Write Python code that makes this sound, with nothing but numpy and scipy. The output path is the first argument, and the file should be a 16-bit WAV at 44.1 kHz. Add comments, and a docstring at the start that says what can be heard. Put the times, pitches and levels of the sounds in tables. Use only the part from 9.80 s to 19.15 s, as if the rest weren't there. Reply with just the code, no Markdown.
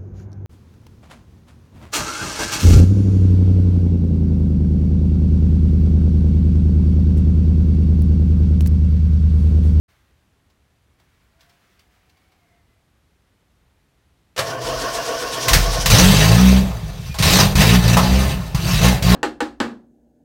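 """Straight-six starting in a workshop

Heard from in front of the open engine bay. Sleeves rustle, things click, a faint whine comes and goes.
The starter pinion slams in and its teeth ring the bell housing, slowing at each compression. The engine
coughs, catches and is blipped unevenly by hand: firings drone and thud in the exhaust, valves clatter
on the block, and gulps of air rasp in the intake, which spits when a charge burns late."""
import sys
import numpy as np
from scipy import signal
from scipy.fft import rfft, irfft, next_fast_len
from scipy.io import wavfile
from scipy.ndimage import uniform_filter1d, map_coordinates

SR = 44100
rng = np.random.default_rng(int(sys.argv[2]) if len(sys.argv) > 2 else 0)


def unload_audio(sound):
    """Save the sound as a 16-bit wav file, at the path given as the first command line argument."""
    columns = np.transpose(np.atleast_2d(sound))
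    # keep every value between -1 and 1, then stretch to whole-number steps
    steps = np.round(np.clip(columns, -1, 1) * 32767)
    wavfile.write(sys.argv[1], SR, steps.astype(np.int16))


N = 412335


def amp(db):
    """dB to gain."""
    return 10 ** (np.asarray(db) / 20)


def unit(x):
    """x at rms 1."""
    return x / np.sqrt(np.mean(x ** 2) + 1e-20)


def clock():
    """Seconds at each sample."""
    return np.arange(N) / SR


def along(points, hz):
    """Interpolate (freq_hz, value) points on a log axis."""
    freqs, values = np.transpose(points)
    return np.interp(np.log(hz + 1), np.log(freqs + 1), values)


def curves(rows):
    """One value per sample for each column after the time."""
    time_s, *columns = np.transpose(rows)
    return [np.interp(clock(), time_s, column) for column in columns]


def fade(start_s, length_s):
    """Ramp from 0 to 1."""
    return np.clip((clock() - start_s) / length_s, 0, 1)


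def swell(start_s, held_s, rise_s, decay_s):
    """Envelope that rises, then decays from held_s after its start."""
    return fade(start_s, rise_s) * np.exp(-np.maximum(clock() - start_s - held_s, 0) / decay_s)


def wobble(rate_hz):
    """Smooth random curve."""
    return map_coordinates(rng.standard_normal(int(N * rate_hz / SR) + 4), [clock() * rate_hz])


def filtered(x, response):
    """x through a complex frequency response."""
    size = next_fast_len(N + SR // 2)
    return irfft(rfft(x, size) * response(np.fft.rfftfreq(size, 1 / SR)), size)[:N]


def coloured(x, spectrum):
    """x shaped by a spectrum, rms 1."""
    return unit(filtered(x, lambda hz: amp(along(spectrum, hz))))


def noise(spectrum):
    """Noise shaped by (freq_hz, level_db) points, rms 1."""
    return coloured(rng.standard_normal(N), spectrum)


def ringing(x, modes):
    """x through (pitch_hz, width_hz, level_db) resonances, rms 1."""
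    def response(f):
        return sum((-1) ** k * amp(db) * 1j * f * width / (hz * hz - f * f + 1j * f * width)
                   for k, (hz, width, db) in enumerate(modes))
    return unit(filtered(x, response))


def patchy(x, depth_db):
    """Turbulence: brief patches of the spectrum swell and sink; rms 1."""
    spectra = signal.stft(x, nperseg=512)[2]
    field = uniform_filter1d(rng.standard_normal(spectra.shape), size=7, axis=0)
    field = unit(uniform_filter1d(field, size=6, axis=1))
    return unit(signal.istft(spectra * amp(depth_db * field), nperseg=512)[1][:N])


def pulses(count, pattern, scatter):
    """An impulse at each whole count, sized by a repeating pattern with log-normal scatter."""
    at = np.flatnonzero(np.diff(np.floor(count)) > 0)
    train = np.zeros(N)
    train[at] = np.resize(pattern, len(at))
    return train * np.exp(scatter * rng.standard_normal(N))


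def trail(train, decay_s):
    """Exponential tail on each impulse."""
    return signal.lfilter([1], [1, -np.exp(-1 / (SR * decay_s))], train)


def bursts(start_s, level_db, decay_s, rise_s=0.001):
    """Envelope of sudden blows that die away."""
    blows = np.bincount(np.round(start_s * SR).astype(int), amp(level_db), N)
    return trail(blows, decay_s) - trail(blows, rise_s)


# room background: freq_hz, level_db
ROOM_SPECTRUM = [(12, -49), (20, -19), (65, 1), (150, -8.5), (270, -13.5), (520, -19), (1000, -22),
                 (1860, -24), (3630, -28), (5000, -32), (13000, -38), (16000, -45)]

def room_tone(level_db=-62):
    """Steady low rumble of the quiet room."""
    return amp(level_db) * noise(ROOM_SPECTRUM)


# sleeve movements: start_s, held_s, level_db
SLEEVE_MOVES = [(0.07, .03, -63.5), (1.18, .3, -68.5), (1.59, .4, -64), (2.1, 0.62, -70.5)]
# cloth friction: freq_hz, level_db
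CLOTH_SPECTRUM = [(500, -9), (1500, 1), (2250, -1), (3000, -5), (4800, -9), (9000, -17.5)]

def sleeves(gain_db=-2):
    """Cloth rubs in short, uneven strokes."""
    strokes = sum(amp(db) * swell(start_s, held_s, rise_s=0.0084, decay_s=0.2)
                  for start_s, held_s, db in SLEEVE_MOVES)
    return strokes * amp(gain_db + wobble(26)) * noise(CLOTH_SPECTRUM)


# handling taps: start_s, level_db, knock_offset_db
HANDLING_TAPS = [(0.0994, -63, -12), (0.6994, -56, -6), (1.1982, -52.5, 4), (1.6067, -43.5, -11),
                 (1.6294, -57, -12), (1.694, -47, -11), (1.9924, -45.5, -19), (2.2944, -50, -11),
                 (2.3694, -56, 0), (2.5194, -55, 2)]
# sharp click: freq_hz, level_db
CLICK_SPECTRUM = [(800, -30), (2200, 2), (4800, 0.5), (7000, -7), (10000, -13.5), (16000, -12)]
# midrange of a knock or cough: freq_hz, level_db
BARK_SPECTRUM = [(200, -26), (550, 0.5), (800, 4.5), (1100, 5.5), (1500, -4.5), (2300, -15), (5000, -27)]

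def taps(click_db=-6, knock_db=-8):
    """Small handling impacts, each a click over a duller knock."""
    start_s, level_db, offset_db = np.transpose(HANDLING_TAPS)
    clicks = bursts(start_s, level_db + click_db, decay_s=0.011) * noise(CLICK_SPECTRUM)
    knocks = bursts(start_s, level_db + offset_db + knock_db, decay_s=0.012) * noise(BARK_SPECTRUM)
    return clicks + knocks


# whine contour: time_s, pitch_hz, level_db
WHINE_PATH = [(1.35, 620, -83), (1.65, 690, -70), (1.95, 713, -80), (2.5, 741, -68.5), (2.93, 673, -74),
              (3.1, 653, -92)]

def whine(overtone_db=-7):
    """A faint, wavering tone rises and sinks."""
    pitch_hz, level_db = curves(WHINE_PATH)
    phase = 2 * np.pi * np.cumsum(pitch_hz * (1 + 0.026 * wobble(120))) / SR
    tone = np.sin(phase) + amp(overtone_db + 3.4 * wobble(7.6)) * np.sin(3 * phase)
    return amp(level_db + 3.8 * wobble(22)) * tone * fade(1.3, 0.1) * (1 - fade(3.05, 0.1))


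# solenoid and pinion impacts: start_s, level_db
SLAM_HITS = [(4.563, -28.5), (4.577, -20), (4.589, -18)]
# impact noise: freq_hz, level_db
SLAM_SPECTRUM = [(35, -48), (60, -19), (124, -15), (227, -18), (553, -2.5), (842, -11), (991, -9),
                 (1780, -7), (2000, -11), (5860, -15), (16000, -32)]

def pinion_slam():
    """The solenoid bangs the pinion into the flywheel."""
    return bursts(*np.transpose(SLAM_HITS), decay_s=0.019) * noise(SLAM_SPECTRUM)


# bell housing modes: pitch_hz, width_hz, level_db
HOUSING_MODES = [(380, 55, -19), (485, 40, -2), (555, 45, -9), (668, 42, 3.5), (735, 45, -6), (890, 60, -9),
                 (950, 60, -11), (1040, 50, -10), (1125, 45, -6), (1250, 80, -11), (1428, 60, -9),
                 (1497, 50, -5), (1820, 90, -11), (2750, 300, -15), (3160, 300, -20)]
# gear grinding: freq_hz, level_db
GRIND_SPECTRUM = [(53, -48), (90, -26), (129, -22), (193, -19), (265, -4.5), (360, -8), (471, -1.5),
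                  (588, -26), (667, 2), (810, -12.5), (1130, -2), (1230, -17), (2500, -18), (3250, -44),
                  (5500, -120)]
# pinion scraping: freq_hz, level_db
SCRAPE_SPECTRUM = [(900, -6), (2000, -9), (3000, -4.5), (4000, -3.5), (5400, 2.5), (6500, -4),
                   (7800, -13.5), (10500, -14.5), (12500, -17.5), (16000, -18)]

def starter_gears(strain, overrun, tooth_hz=520, sag=0.13, ring_db=-30, grind_db=-32.5, scrape_db=-33):
    """Teeth ring the bell housing, grind and scrape, slowing at each compression."""
    teeth = np.cumsum(tooth_hz * (1 - sag * strain + 0.04 * wobble(50))) / SR
    mesh = unit(pulses(teeth, [1], scatter=0.23)) + 0.96 * rng.standard_normal(N)
    housing = patchy(ringing(mesh, HOUSING_MODES), depth_db=2.2)
    unloaded = 1 - fade(4.8, 0.038)
    letting_go = np.interp(clock() - 0.041, clock(), strain)  # loudest just after each compression
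    labour_db = 3 * letting_go - 1.9 * unloaded
    whirr = amp(labour_db) * (amp(ring_db) * housing + amp(grind_db) * noise(GRIND_SPECTRUM))
    hiss_db = scrape_db + 0.5 * strain - 6 * unloaded * (1 - strain) + 5 * overrun + 1.4 * wobble(90)
    scrape = amp(hiss_db) * coloured(mesh + 2 * rng.standard_normal(N), SCRAPE_SPECTRUM)
    return whirr + scrape


def starter_hum(start_s, overrun, pitch_hz=131, level_db=-31, sag_db_per_s=20.5):
    """The motor hums most while its current is high."""
    current = amp(-sag_db_per_s * np.maximum(clock() - start_s, 0)) + 0.7 * overrun
    rumble = noise([(70, -20), (130, -17), (220, -35)])
    return amp(level_db) * current * ringing(rumble, [(pitch_hz, 22, 0)])


def chuff(level_db=-36):
    """Unburnt air puffs from the exhaust, strongest on the first strokes."""
    air = noise([(22, -28), (42, 10), (65, 6), (95, -30), (250, -67)])
    return air * fade(4.82, 0.032) * amp(level_db - 10 * fade(4.99, 0.088))


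# cranking compressions: time_s, hiss_db
COMPRESSIONS = [(4.55, -50), (4.68, -42), (4.87, -33.5), (5.01, -32.5), (5.155, -28.5), (5.274, -32),
                (5.41, -32), (5.54, -28), (5.634, -27), (5.729, -40), (5.83, -28.5), (5.94, -28),
                (6.021, -25), (6.102, -34)]
# escaping air: freq_hz, level_db
SQUEEZE_SPECTRUM = [(1500, -9), (3000, 2), (5300, -1.5), (7000, -1.5), (9000, -4.5), (11500, -11),
                    (16000, -23)]

def cranking(engage_s=4.585, overrun_s=5.53, release_s=5.98):
    """The starter labours through compressions, each squeezing out a hiss, until the engine runs away."""
    strokes = np.interp(clock(), np.transpose(COMPRESSIONS)[0], np.arange(len(COMPRESSIONS)))
    strain = np.cos(2 * np.pi * strokes)
    overrun = fade(overrun_s, 0.16)
    gears = starter_gears(strain, overrun)
    hiss_db, = curves(COMPRESSIONS)
    squeeze = amp(hiss_db) * ((1 + strain) / 2) ** 2 * noise(SQUEEZE_SPECTRUM)
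    engaged = fade(engage_s, 0.01) * (1 - fade(release_s, 0.22))
    return engaged * (gears + squeeze + starter_hum(engage_s, overrun) + chuff())


# pinion throw-outs: start_s, level_db
PINION_KICKS = [(5.61, -28), (5.991, -26.5), (6.172, -13)]

def pinion_sing():
    """The pinion sings as the engine throws it out."""
    kicks = sum(amp(db) * swell(s, held_s=0.022, rise_s=0.021, decay_s=0.017) for s, db in PINION_KICKS)
    return kicks * noise([(4500, -30), (5600, -6), (6050, -5), (6500, -13), (7500, -40)])


# exhaust response to shaft orders: pitch_hz, level_db
PIPE_RESPONSE = [(28, -42), (45, -26), (55, -19), (64, -14), (75, -12.5), (87, -30), (101, -21),
                 (115, -14.5), (130, -27.5), (152, -16.5), (166, -20), (184, -13.5), (195, -15),
                 (210, -28.5), (246, -25), (285, -44)]

def exhaust_drone(speed_hz, turns, drive, rough, idle_db=-13, idle_tilt_db=4.5, blur_rad=0.6):
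    """Even firing drones on the first four shaft orders."""
    drone = 0
    for order, trim_db in enumerate((-1.5, -0.5, 0, -1), 1):
        level_db = along(PIPE_RESPONSE, order * speed_hz) + trim_db + 2 * wobble(12)
        push = drive + amp(idle_db - idle_tilt_db * (order - 1.5))
        phase = 2 * np.pi * order * turns + blur_rad * rough * wobble(35)
        drone -= np.sqrt(2) * push * amp(level_db) * np.cos(phase)
    return drone


# cylinders in firing order: relative_strength
FIRING_PATTERN = [1, 0.11, 0.98, 0.83, 0.22, 0.54]
# exhaust pipe modes: pitch_hz, width_hz, level_db
PIPE_MODES = [(47.6, 4.4, 3), (64, 6.6, -0.5), (113.5, 34, -2.5), (172, 45, -6)]

def exhaust_thuds(turns, drive, gain_db=-9, idle_db=-18.5):
    """Uneven firings, three a turn, thud in the pipe's resonances."""
    firings = pulses(3 * turns, FIRING_PATTERN, scatter=0.5) * rng.standard_normal(N)
    thuds = coloured(ringing(firings, PIPE_MODES), [(25, -32), (40, -7), (190, -6.5), (270, -9), (600, -34)])
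    local_rms = np.sqrt(np.abs(uniform_filter1d(thuds ** 2, size=5000)) + 1e-4)
    return amp(gain_db) * (drive + amp(idle_db)) * thuds / local_rms


def gulped_air(gulps):
    """Noise pulsing with the intake strokes, rms 1."""
    return unit(gulps * rng.standard_normal(N))


# valve clatter: freq_hz, level_db
CLATTER_SPECTRUM = [(120, -17), (250, 4), (340, 2.5), (480, 4), (680, 6), (900, -1), (1500, -5),
                    (2300, -11.5), (5000, -21.5)]
# block modes: pitch_hz, level_db
BLOCK_MODES = [(430.7, -40.5), (834.4, -45.5), (899.0, -40), (1055, -38.5), (1249, -41), (1771, -41.5),
               (1857, -51), (1970, -68), (2094, -52)]

def block_clatter(turns, gulps, clatter_db=-4.5, ring_db=-9, width_hz=28):
    """Valves knock six times a turn and the block rings."""
    valves = gulped_air(gulps) + 0.34 * unit(pulses(6 * turns, FIRING_PATTERN, scatter=0.62))
    ring = ringing(gulped_air(gulps), [(hz, width_hz, db) for hz, db in BLOCK_MODES])
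    block = amp(clatter_db) * coloured(valves, CLATTER_SPECTRUM) + amp(ring_db) * ring
    return patchy(block, depth_db=2.84)


# intake air: freq_hz, level_db
RASP_SPECTRUM = [(500, -24), (1200, -4.5), (2000, 0.5), (2800, -2), (4400, -0.5), (6200, -3.5), (7800, -8),
                 (9300, -8.5), (10500, -13.5), (12000, -10.5), (16000, -13.5)]
# intake runner modes: pitch_hz, level_db
RUNNER_MODES = [(2460, -45.5), (2573, -44), (2638, -34.5), (2789, -41), (3036, -42.5), (3300, -92),
                (3558, -43), (3860, -36.5), (3984, -43), (4630, -37), (4743, -44), (4791, -61), (6029, -40)]

def intake_rasp(gulps, rush_db=-3.5, ring_db=-10, width_hz=55):
    """Each cylinder gulps air through the resonant runners."""
    rush = coloured(gulped_air(gulps), RASP_SPECTRUM)
    ring = ringing(gulped_air(gulps), [(hz, width_hz, db) for hz, db in RUNNER_MODES])
    return amp(0.57 * wobble(45)) * patchy(amp(rush_db) * rush + amp(ring_db) * ring, depth_db=2.5)


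# upper shaft orders: order, level_db
GROWL_ORDERS = [(5, -14.5), (6, -20), (7, -16), (8, -15), (9, -18), (10, -27), (12, -24.5), (15, -16)]

def growl(turns, rough, gain_db=-1, blur_rad=1.3):
    """Upper shaft orders give the revs their throat; uneven firing blurs them."""
    orders = 0
    for order, db in GROWL_ORDERS:
        gain = amp(db + 5.3 * wobble(14))
        orders += gain * np.cos(2 * np.pi * order * turns + blur_rad * rough * wobble(40))
    return amp(gain_db) * np.sqrt(2) * orders


def rockers(turns, low_hz=2400, high_hz=5000, decay_s=0.002, spread_db=2, gain_db=-9):
    """Six ticks a turn, each of random pitch and strength, merge into chatter."""
    at = np.flatnonzero(np.diff(np.floor(6 * turns)) > 0)
    pitch, size = rng.random((len(at), 2)).T
    t = np.arange(SR // 20) / SR
    pitch_hz = low_hz * (high_hz / low_hz) ** pitch[:, None]
    strength = amp(spread_db * np.clip(-np.log(size), 0, 2))[:, None]
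    ticks = strength * np.sin(2 * np.pi * pitch_hz * t) * np.exp(-t / decay_s)
    samples = at[:, None] + np.arange(len(t))
    return amp(gain_db) * unit(np.bincount(samples.ravel(), ticks.ravel(), N)[:N])


# backfires: start_s, thump_db, bark_db, spit_db
COUGHS = [(5.682, -23, -23.5, -10.5), (5.732, -30, -36, -6.5), (5.932, -43, -28.5, -30),
          (6.058, -18, -31, -10.5), (6.101, -19, -21.5, -11.5), (6.185, -15, -21, -17),
          (7.342, -48, -35, -32), (7.386, -28, -34, -21), (7.424, -27, -46, -15.5), (7.585, -14, -17, -27),
          (7.753, -8.5, -25, -16.5), (8.078, -31, -38, -22), (8.168, -10.5, -10, -15.5),
          (8.746, -16.5, -31, -25), (9.223, -17, -43, -21)]

def backfires():
    """Late-burning charges thump in the pipe and spit back through the intake."""
    start_s, thump_db, bark_db, spit_db = np.transpose(COUGHS)
    rumble = noise([(25, -30), (45, -3), (180, -6), (250, -32), (900, -60)])
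    thump = bursts(start_s, thump_db, decay_s=0.036) * rumble
    bark = bursts(start_s, bark_db, decay_s=0.033) * noise(BARK_SPECTRUM)
    spit = bursts(start_s, spit_db, decay_s=0.023) * noise(RASP_SPECTRUM)
    return thump + bark + spit


def hesitation(dip_db=-7, lead_s=0.0062):
    """Gain dip of a misfire just before each cough."""
    ahead_s = np.transpose(COUGHS)[0][:, None] - clock()
    nearness = (ahead_s > 0) * np.exp(-np.abs(ahead_s) / lead_s)
    return amp(dip_db * np.max(nearness, axis=0))


# exhaust booms: start_s, level_db
CATCH_BOOMS = [(5.7, -14.5), (6.07, -19.5)]

def booms(pitch_hz=42):
    """The pipe booms after each stumbling catch."""
    envelope = sum(amp(db) * swell(s, held_s=0.074, rise_s=0.042, decay_s=0.17) for s, db in CATCH_BOOMS)
    return envelope * np.sqrt(2) * np.sin(2 * np.pi * pitch_hz * clock() + 0.55 * wobble(7.1))


def linkage_squeak(start_s=7.28, held_s=0.049, pitch_hz=2390, glide_hz_per_s=900, level_db=-37):
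    """The throttle linkage squeaks as it is pulled open."""
    glide_hz = pitch_hz + glide_hz_per_s * np.clip(clock() - start_s, 0, 2 * held_s)
    phase = 2 * np.pi * np.cumsum(glide_hz * (1 + 0.016 * wobble(250))) / SR
    return amp(level_db) * swell(start_s, held_s, rise_s=0.044, decay_s=0.0089) * np.sin(phase)


# throttle blips: start_s, held_s, rise_s, exhaust_db, clatter_db, rasp_db, rasp_sag_db_per_s
THROTTLE_BLIPS = [(5.68, 0.09, 0.046, -8, -23, -29, 10), (6.078, 0.71, 0.051, 1, -20.5, -13.5, 24),
                  (7.181, .16, 0.038, -40, -58, -46, -6), (7.374, 0.26, .12, -1, -20.5, -13, 24),
                  (7.754, 0.21, 0.052, 0, -21, -16.5, 37), (7.989, 0.52, 0.074, -3, -27, -25.5, 15.5),
                  (8.73, .26, .21, -7.5, -28, -24.5, 1.5), (8.98, 0.11, 0.066, 1, -22, -20, 23),
                  (9.221, 0.21, 0.05, -0.5, -26.5, -24, 10)]

def throttle():
    """Exhaust, clatter and rasp envelopes; all die away once the throttle shuts."""
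    blips = []
    for start_s, held_s, rise_s, exhaust_db, clatter_db, rasp_db, sag_db_per_s in THROTTLE_BLIPS:
        age_s = np.maximum(clock() - start_s, 0)
        opening = swell(start_s, held_s, rise_s, decay_s=0.05)
        exhaust = amp(exhaust_db) * swell(start_s, held_s, rise_s, decay_s=0.045)
        clatter = amp(clatter_db - 17.5 * age_s) * opening  # quietens as the revs catch up
        rasp = amp(rasp_db - sag_db_per_s * age_s) * opening
        blips.append((exhaust, clatter, rasp))
    return np.max(blips, axis=0)


# crankshaft speed: time_s, speed_hz
SHAFT_SPEED = [(5.66, 14.9), (5.76, 25), (6.02, 15.6), (6.13, 34), (6.2, 44), (6.34, 50.3), (6.52, 55.5),
               (6.62, 62.8), (6.72, 63.6), (6.85, 64.3), (7.39, 31.7), (7.5, 43.2), (7.62, 50.4),
               (7.76, 46.4), (7.88, 55.2), (7.95, 62), (8.06, 56.2), (8.5, 68.2), (8.8, 43.3), (8.93, 46.5),
               (9.1, 63.4), (9.22, 55.2), (9.35, 62.5)]

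def engine(idle_clatter_db=-37.5, idle_rasp_db=-46, slow_hz=28, fast_hz=60, throb_depth=0.12):
    """Each blip drives exhaust, block and intake together; burning evens out under throttle at speed."""
    speed_hz, = curves(SHAFT_SPEED)
    turns = np.cumsum(speed_hz) / SR
    drive, pulling, suction = throttle()
    coasting = amp(idle_clatter_db + 13 * np.log2(speed_hz / 70.3))  # 13 dB per doubling of speed
    clatter = np.hypot(pulling, coasting)
    rasp = np.hypot(suction, amp(idle_rasp_db))
    evenness = np.minimum(drive, 1) * np.interp(speed_hz, [slow_hz, fast_hz], [0, 1])
    rough = np.interp(evenness, [0, 1], [0.7, 0.07])

    gulps = 1 + unit(trail(pulses(3 * turns, FIRING_PATTERN, scatter=0.5), decay_s=0.013))
    bay = clatter * block_clatter(turns, gulps) + rasp * intake_rasp(gulps)
    bay += pulling * growl(turns, rough) + rasp * rockers(turns)
    bay *= 1 + throb_depth * np.cos(2 * np.pi * turns)  # unequal cylinders

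    pipe = np.sqrt(1 - rough ** 2) * exhaust_drone(speed_hz, turns, drive, rough)
    pipe += rough * exhaust_thuds(turns, drive) + booms()
    pipe *= amp(0.91 * np.sqrt(rough) * wobble(55))
    return fade(5.67, 0.024) * pipe + fade(5.68, 0.046) * hesitation() * bay


# wall reverberation: freq_hz, t60_s
WALL_DECAY = [(100, 0.96), (1000, 0.49), (5000, 0.15), (14000, 0.39)]

def workshop_echo(x, delay_samples=200):
    """Cluttered walls answer briefly, soaking up the bass."""
    hz, t, spectra = signal.stft(rng.standard_normal(SR // 2), SR, nperseg=256)
    decay = amp(-60 * t / along(WALL_DECAY, hz)[:, None])
    tail = signal.istft(spectra * decay, SR, nperseg=256)[1]
    echo = signal.fftconvolve(x, np.pad(tail / np.linalg.norm(tail), (delay_samples, 0)))[:N]
    return filtered(echo, lambda f: amp(along([(200, -14), (400, 0)], f)))


def scene(echo_db=-7):
    """Car and handling noises, their echo and the quiet room."""
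    starter = cranking() + pinion_slam() + pinion_sing()
    running = engine() + backfires() + linkage_squeak()
    direct = starter + running + taps() + sleeves() + whine()
    return direct + amp(echo_db) * workshop_echo(direct) + room_tone()


def record(dry, low_hz=22, top_hz=16100):
    """Rumble cut, soft clipping, a brief opening silence and a band limit."""
    lean = signal.sosfilt(signal.butter(2, low_hz, "high", fs=SR, output="sos"), dry)
    rounded = lean / (1 + np.abs(lean) ** 6) ** (1 / 6)
    return filtered(rounded * fade(0.08, 0.01), lambda hz: np.clip((top_hz - hz) / 300, 0, 1))


dry = scene()
out = record(dry)
unload_audio(out)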